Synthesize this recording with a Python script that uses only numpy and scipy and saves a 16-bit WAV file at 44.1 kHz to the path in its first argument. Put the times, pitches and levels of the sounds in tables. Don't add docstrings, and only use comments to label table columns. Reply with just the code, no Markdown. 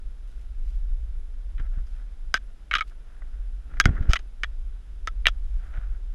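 import sys
import numpy as np
from scipy import signal
from scipy.fft import rfft, irfft, next_fast_len
from scipy.io import wavfile
from scipy.ndimage import uniform_filter1d

SR = 44100
rng = np.random.default_rng(int(sys.argv[2]) if len(sys.argv) > 2 else 0)


def to_wav(s):
    ch = np.atleast_2d(s).T
    pcm = np.round(np.clip(ch, -1, 1) * 32767)
    wavfile.write(sys.argv[1], SR, pcm.astype(np.int16))


N = 271078
TOP_HZ = 16100

# (start [s], length [s], bark level [dB], cloth level [dB])
STROKES = [(1.598, 0.013, -47.5, -41), (1.625, 0.048, -63.5, -74), (1.735, .06, -62, -63),
           (1.94, 0.077, -67.5, -78), (2.91, 0.017, -64, -92), (3.1, 0.32, -73.5, -85),
           (3.71, 0.21, -62.5, -52), (3.864, 0.031, -49, -25.5), (3.93, 0.16, -56, -39.5),
           (4.092, .012, -47, -34.5), (5.63, .21, -60.5, -64), (5.745, 0.033, -53.5, -59),
           (5.91, 0.067, -71, -69.5)]
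# (time [s], snap level [dB], scrape length [s], scrape level [dB], main ring [Hz], second ring [Hz],
# ring boost [dB], knock [dB], bite [dB], edge [dB])
SNAPS = [(1.580, -58, .026, -53, 2230, 3200, -2, -8, -0.5, -18),
         (1.867, -60, .003, -73, 4840, 5070, 10, -8, -4, 10),
         (2.3415, -13.5, 0.037, -31.5, 1557, 4950, 16.5, 3, 1, 5.5),
         (2.712, -22, .012, -30.5, 2200, 2630, 19.5, -9, -1, -10),
         (2.7317, -29, .004, -33, 2190, 2910, 11, -19, 0, -11),
         (2.7385, -15.5, .004, -31, 1420, 2890, 10.5, -11.5, 1, -8),
         (2.7525, -18.5, .022, -25.5, 1210, 5060, 13, -4.5, 6, -0.5),
         (2.7837, -31, 0.015, -32, 1320, 2540, 7, -22, 6, 0),
         (2.8084, -21, .017, -32.5, 1288, 2220, 16, -25, 1, -3.5),
         (3.219, -47, 0.0033, -51, 1770, 1970, -2, 7, -23, -24),
         (3.737, -48.5, 0.0046, -52, 1440, 1710, -1, 7, -9.5, -20),
         (3.77, -46, .004, -56.5, 1760, 2230, 2.5, 2, -13.5, -11.5),
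         (3.8003, -11.5, .013, -20.5, 1608, 2190, 8, -3, 1, 8),
         (3.8404, -38, .005, -42.5, 1680, 2110, 9, 2.5, 6, -4),
         (3.8557, -14.5, .004, -33, 2110, 1460, 13.5, 7.5, 0, 4),
         (3.962, -60, 0.026, -45, 1280, 1500, 0, -4, -34, -15),
         (4.024, -50, .012, -51, 3370, 1390, 15, -4, -3, 0),
         (4.096, -43, .003, -52, 1400, 1700, -3, -3, 13, 18),
         (4.1068, -37, 0.028, -41, 1290, 3180, 5, 15, 3, 12),
         (4.1338, -17.5, .011, -30, 1370, 655, 9, 3.5, 8.5, 10.5),
         (4.1564, -31, .015, -26.5, 1970, 3100, 10, -6, 5, 2.5),
         (4.191, -44.5, .004, -49, 1300, 2870, 5, 16, 8.5, 9),
         (4.4342, -21, .011, -27, 1836, 2340, 14, -1.5, 0.5, -1.5),
         (5.0736, -22.5, .012, -36.5, 1312, 3590, 16, 3.5, -2, 2.5),
         (5.2562, -16, .003, -33.5, 2314, 1960, 13.5, -2.5, 10, -12),
         (5.2684, -10, 0.011, -25, 1803, 2765, 11.5, 2, 10, 2),
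         (5.2838, -26.5, 0.0023, -26, 1410, 2770, 3.5, 2, 4.5, 2.5)]


def amp(db):
    return 10 ** (np.asarray(db) / 20)


def unit(x):
    return x / np.sqrt(np.mean(x ** 2) + 1e-20)


def lasting(x, length):
    return x * np.sqrt(length * SR / np.sum(x ** 2))


def along(points, hz):
    frequencies, values = np.transpose(points)
    return np.interp(np.log(hz + 1), np.log(frequencies + 1), values)


def add(track, start, x):
    part = track[round(start * SR):][:len(x)]
    part += x[:len(part)]


def filtered(x, response):
    size = next_fast_len(len(x) + SR // 10)
    return irfft(rfft(x, size) * response(np.fft.rfftfreq(size, 1 / SR)), size)[:len(x)]


def coloured(x, spectrum):
    return unit(filtered(x, lambda hz: amp(along(spectrum, hz))))


def causal(x, gain, size=8192):
    cepstrum = irfft(np.log(gain(np.fft.rfftfreq(size, 1 / SR)) + 1e-6))
    cepstrum[1:size // 2] *= 2
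    cepstrum[size // 2 + 1:] = 0
    impulse_response = irfft(np.exp(rfft(cepstrum)))[:size // 4]
    return signal.fftconvolve(x, impulse_response)[:len(x)]


def resonance(hz, centre, width):
    return 1j * hz * width / (centre ** 2 - hz ** 2 + 1j * hz * width)


def dispersed(x, transit_s=.0004):
    return filtered(x, lambda hz: np.exp(-2j * np.pi * transit_s * (2 * np.sqrt(hz * TOP_HZ) - hz)))


def grains(size, rate, spread_db):
    occurs = rng.random(size) < rate / SR
    return occurs * rng.standard_normal(size) * amp(spread_db * rng.standard_normal(size))


def stroke(start, length, rise=0.18, fall=0.19):
    t = np.arange(N) / SR - start
    return np.exp(np.minimum(t, 0) / (rise * length) - np.maximum(t - length, 0) / (fall * length))


def case(force, rings, knock_db, bite_db, edge_db, ring_width_hz=150):
    # (frequency [Hz], width [Hz], gain [dB])
    modes = [(416, 2800, -15.5), (672.7, 170, -9.5), (1298, 262, 1.5), (1640, 420, 1), (1970, 380, -2),
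             (2350, 480, -4.5), (3028, 390, -4.5), (3330, 58, -3.5), (3703, 570, -10), (5048, 1300, -13.5),
             (5880, 310, -18), (6390, 340, -15), (7077, 1900, -27), (10620, 1000, -35.5),
             (13500, 2500, -46.5)]
    tilt = [(850, knock_db), (1150, 0.014), (2000, 0.0033), (2700, bite_db), (4000, bite_db),
            (4700, edge_db)]

    def gain(hz):
        power = sum((amp(db) * np.abs(resonance(hz, centre, width)) ** 2) ** 2
                    for centre, width, db in modes)
        boost_db = sum(db * np.abs(resonance(hz, centre, ring_width_hz)) ** 2 for centre, db in rings)
        return np.sqrt(power) * amp(along(tilt, hz) + boost_db)
    return causal(force, gain)


def background(air_db=-61):
    # (frequency [Hz], relative level [dB])
    spectrum = [(59, -22.5), (100, 2), (244, -8), (328, -9.5), (481, -11.5), (524, -13.5), (891, -18.5),
                (1550, -22), (3700, -23), (4380, -29.5), (5080, -28), (9410, -34.5), (10200, -33),
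                (15000, -51.5), (16000, -58.5)]
    # (centre [Hz], width [Hz], level [dB])
    bands = [(4970, 350, -85.5), (10080, 130, -84)]
    out = amp(air_db) * coloured(rng.standard_normal(N), spectrum)
    for centre, width, db in bands:
        hiss = filtered(rng.standard_normal(N), lambda hz: resonance(hz, centre, width) ** 2)
        out += amp(db) * unit(hiss)
    return out


def rumble(evenness=0.19, gain_db=1):
    # (frequency [Hz], relative level [dB])
    spectrum = [(12, -17), (22, 1.5), (36, -1), (48, -4.5), (60, -15), (75, -29), (100, -40.5),
                (160, -71.5), (300, -120)]
    # (time [s], relative level [dB])
    movement = [(0, -30.9), (0.25, -36.7), (0.75, -27.2), (1.05, -26.5), (1.4, -34.1), (1.65, -24.9),
                (2.1, -34.7), (2.7, -38.6), (3.15, -38.9), (3.32, -31.0), (3.75, -31.3), (4.0, -24.2),
                (4.27, -34.2), (4.65, -29.3), (4.85, -36.8), (5.2, -27.2), (5.7, -26.9), (6.15, -32.6)]
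    shake = coloured(rng.standard_normal(N), spectrum)
    power = np.abs(signal.hilbert(shake)) ** 2
    swell = np.sqrt(np.abs(uniform_filter1d(power, SR // 12)))
    steadied = unit(shake / (swell + .01) ** evenness)
    movement_db = np.interp(np.arange(N) / SR, *np.transpose(movement))
    return amp(gain_db + movement_db) * steadied


def bark_scuffs(grip_db=-72.5, grit_db=-8):
    # (frequency [Hz], relative level [dB])
    spectrum = [(200, -24), (450, -14), (700, -4), (1000, -11.5), (1250, -4), (1400, 0.5), (1650, -3.5),
                (2100, -11), (3400, -21), (4500, -32), (9000, -40.5), (16000, -53.5)]
    fine = coloured(grains(N, rate=2800, spread_db=1), spectrum)
    grit = grains(N, rate=45, spread_db=1)
    crumbs = unit(case(grit, [(1450, 13)], knock_db=0.5, bite_db=-5.5, edge_db=-7.5))
    scuff = sum(amp(db) * stroke(start, length) for start, length, db, _ in STROKES)
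    return (amp(grip_db) + scuff) * (fine + amp(grit_db) * crumbs)


def leaves():
    # (frequency [Hz], relative level [dB])
    spectrum = [(800, -19.5), (2000, -1), (3500, -3), (7000, -9), (11000, -15), (16000, -24)]
    # (start [s], length [s], level [dB])
    brushes = [(.28, .14, -72), (0.644, 0.14, -71), (1.87, 0.14, -74.5), (2.876, 0.023, -63.5),
               (5.44, 0.25, -74)]
    swish = sum(amp(db) * stroke(start, length) for start, length, db in brushes)
    return swish * coloured(grains(N, rate=1600, spread_db=2.5), spectrum)


def snaps(chatter_t60_s=0.042, usual_snap_db=-20, usual_chatter_db=-29):
    out, t = np.zeros(N), np.arange(SR // 8) / SR
    for start, db, _, _, main_hz, second_hz, boost_db, *tilt in SNAPS:
        chatter_db = usual_chatter_db - 0.42 * (db - usual_snap_db)
        chatter = unit(grains(len(t), rate=11000, spread_db=2.5))
        force = amp(chatter_db - 60 * t / chatter_t60_s) * chatter
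        force[0] = 1
        ring = dispersed(case(force, [(main_hz, boost_db), (second_hz, boost_db)], *tilt))
        add(out, start, amp(db) * lasting(ring, length=0.0044))
    return out


def scrapes(boost_db=7, knock_db=-5, fade_db_per_s=348.5, dulling_db=-7.5):
    out, t = np.zeros(N), np.arange(SR // 8) / SR
    for start, _, length, db, ring_hz, *_, bite_db, edge_db in SNAPS:
        force = grains(len(t), rate=5000, spread_db=2.5) * amp(-fade_db_per_s * t) * (t < length)
        force[0] = 1
        ring = case(force, [(ring_hz, boost_db)], knock_db, bite_db, edge_db + dulling_db)
        add(out, start, amp(db) * lasting(ring, length))
    return out


def cloth_drag():
    # (frequency [Hz], relative level [dB])
    spectrum = [(40, -23.5), (90, 3.5), (150, -6.5), (300, -13), (600, -26.5), (1200, -44), (4000, -99.5)]
    drag = sum(amp(db) * stroke(start, length) for start, length, _, db in STROKES)
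    return drag * coloured(rng.standard_normal(N), spectrum)


def bumps(leak_hz=22):
    # (time [s], peak before the leak [dB], half width [s])
    blows = [(1.601, -39.5, 0.0012), (1.777, -23, 0.0023), (3.86, -0.5, 0.0016), (3.893, -11.5, .002),
             (3.908, -11.5, 0.0022), (4.011, -9, .0026), (4.096, 0, 0.0038), (5.784, -17, 0.0043)]
    t = np.arange(N) / SR
    push = sum(amp(db) / (1 + ((t - time) / width) ** 2) for time, db, width in blows)
    return filtered(push, lambda hz: 1j * hz / (1j * hz + leak_hz))


def scene():
    contacts = snaps() + scrapes() + bumps() + bark_scuffs() + leaves() + cloth_drag()
    return (contacts + rumble() + background())[None]


def record(dry):
    return filtered(dry[0], lambda hz: hz < TOP_HZ)[None]


dry = scene()
out = record(dry)
to_wav(out)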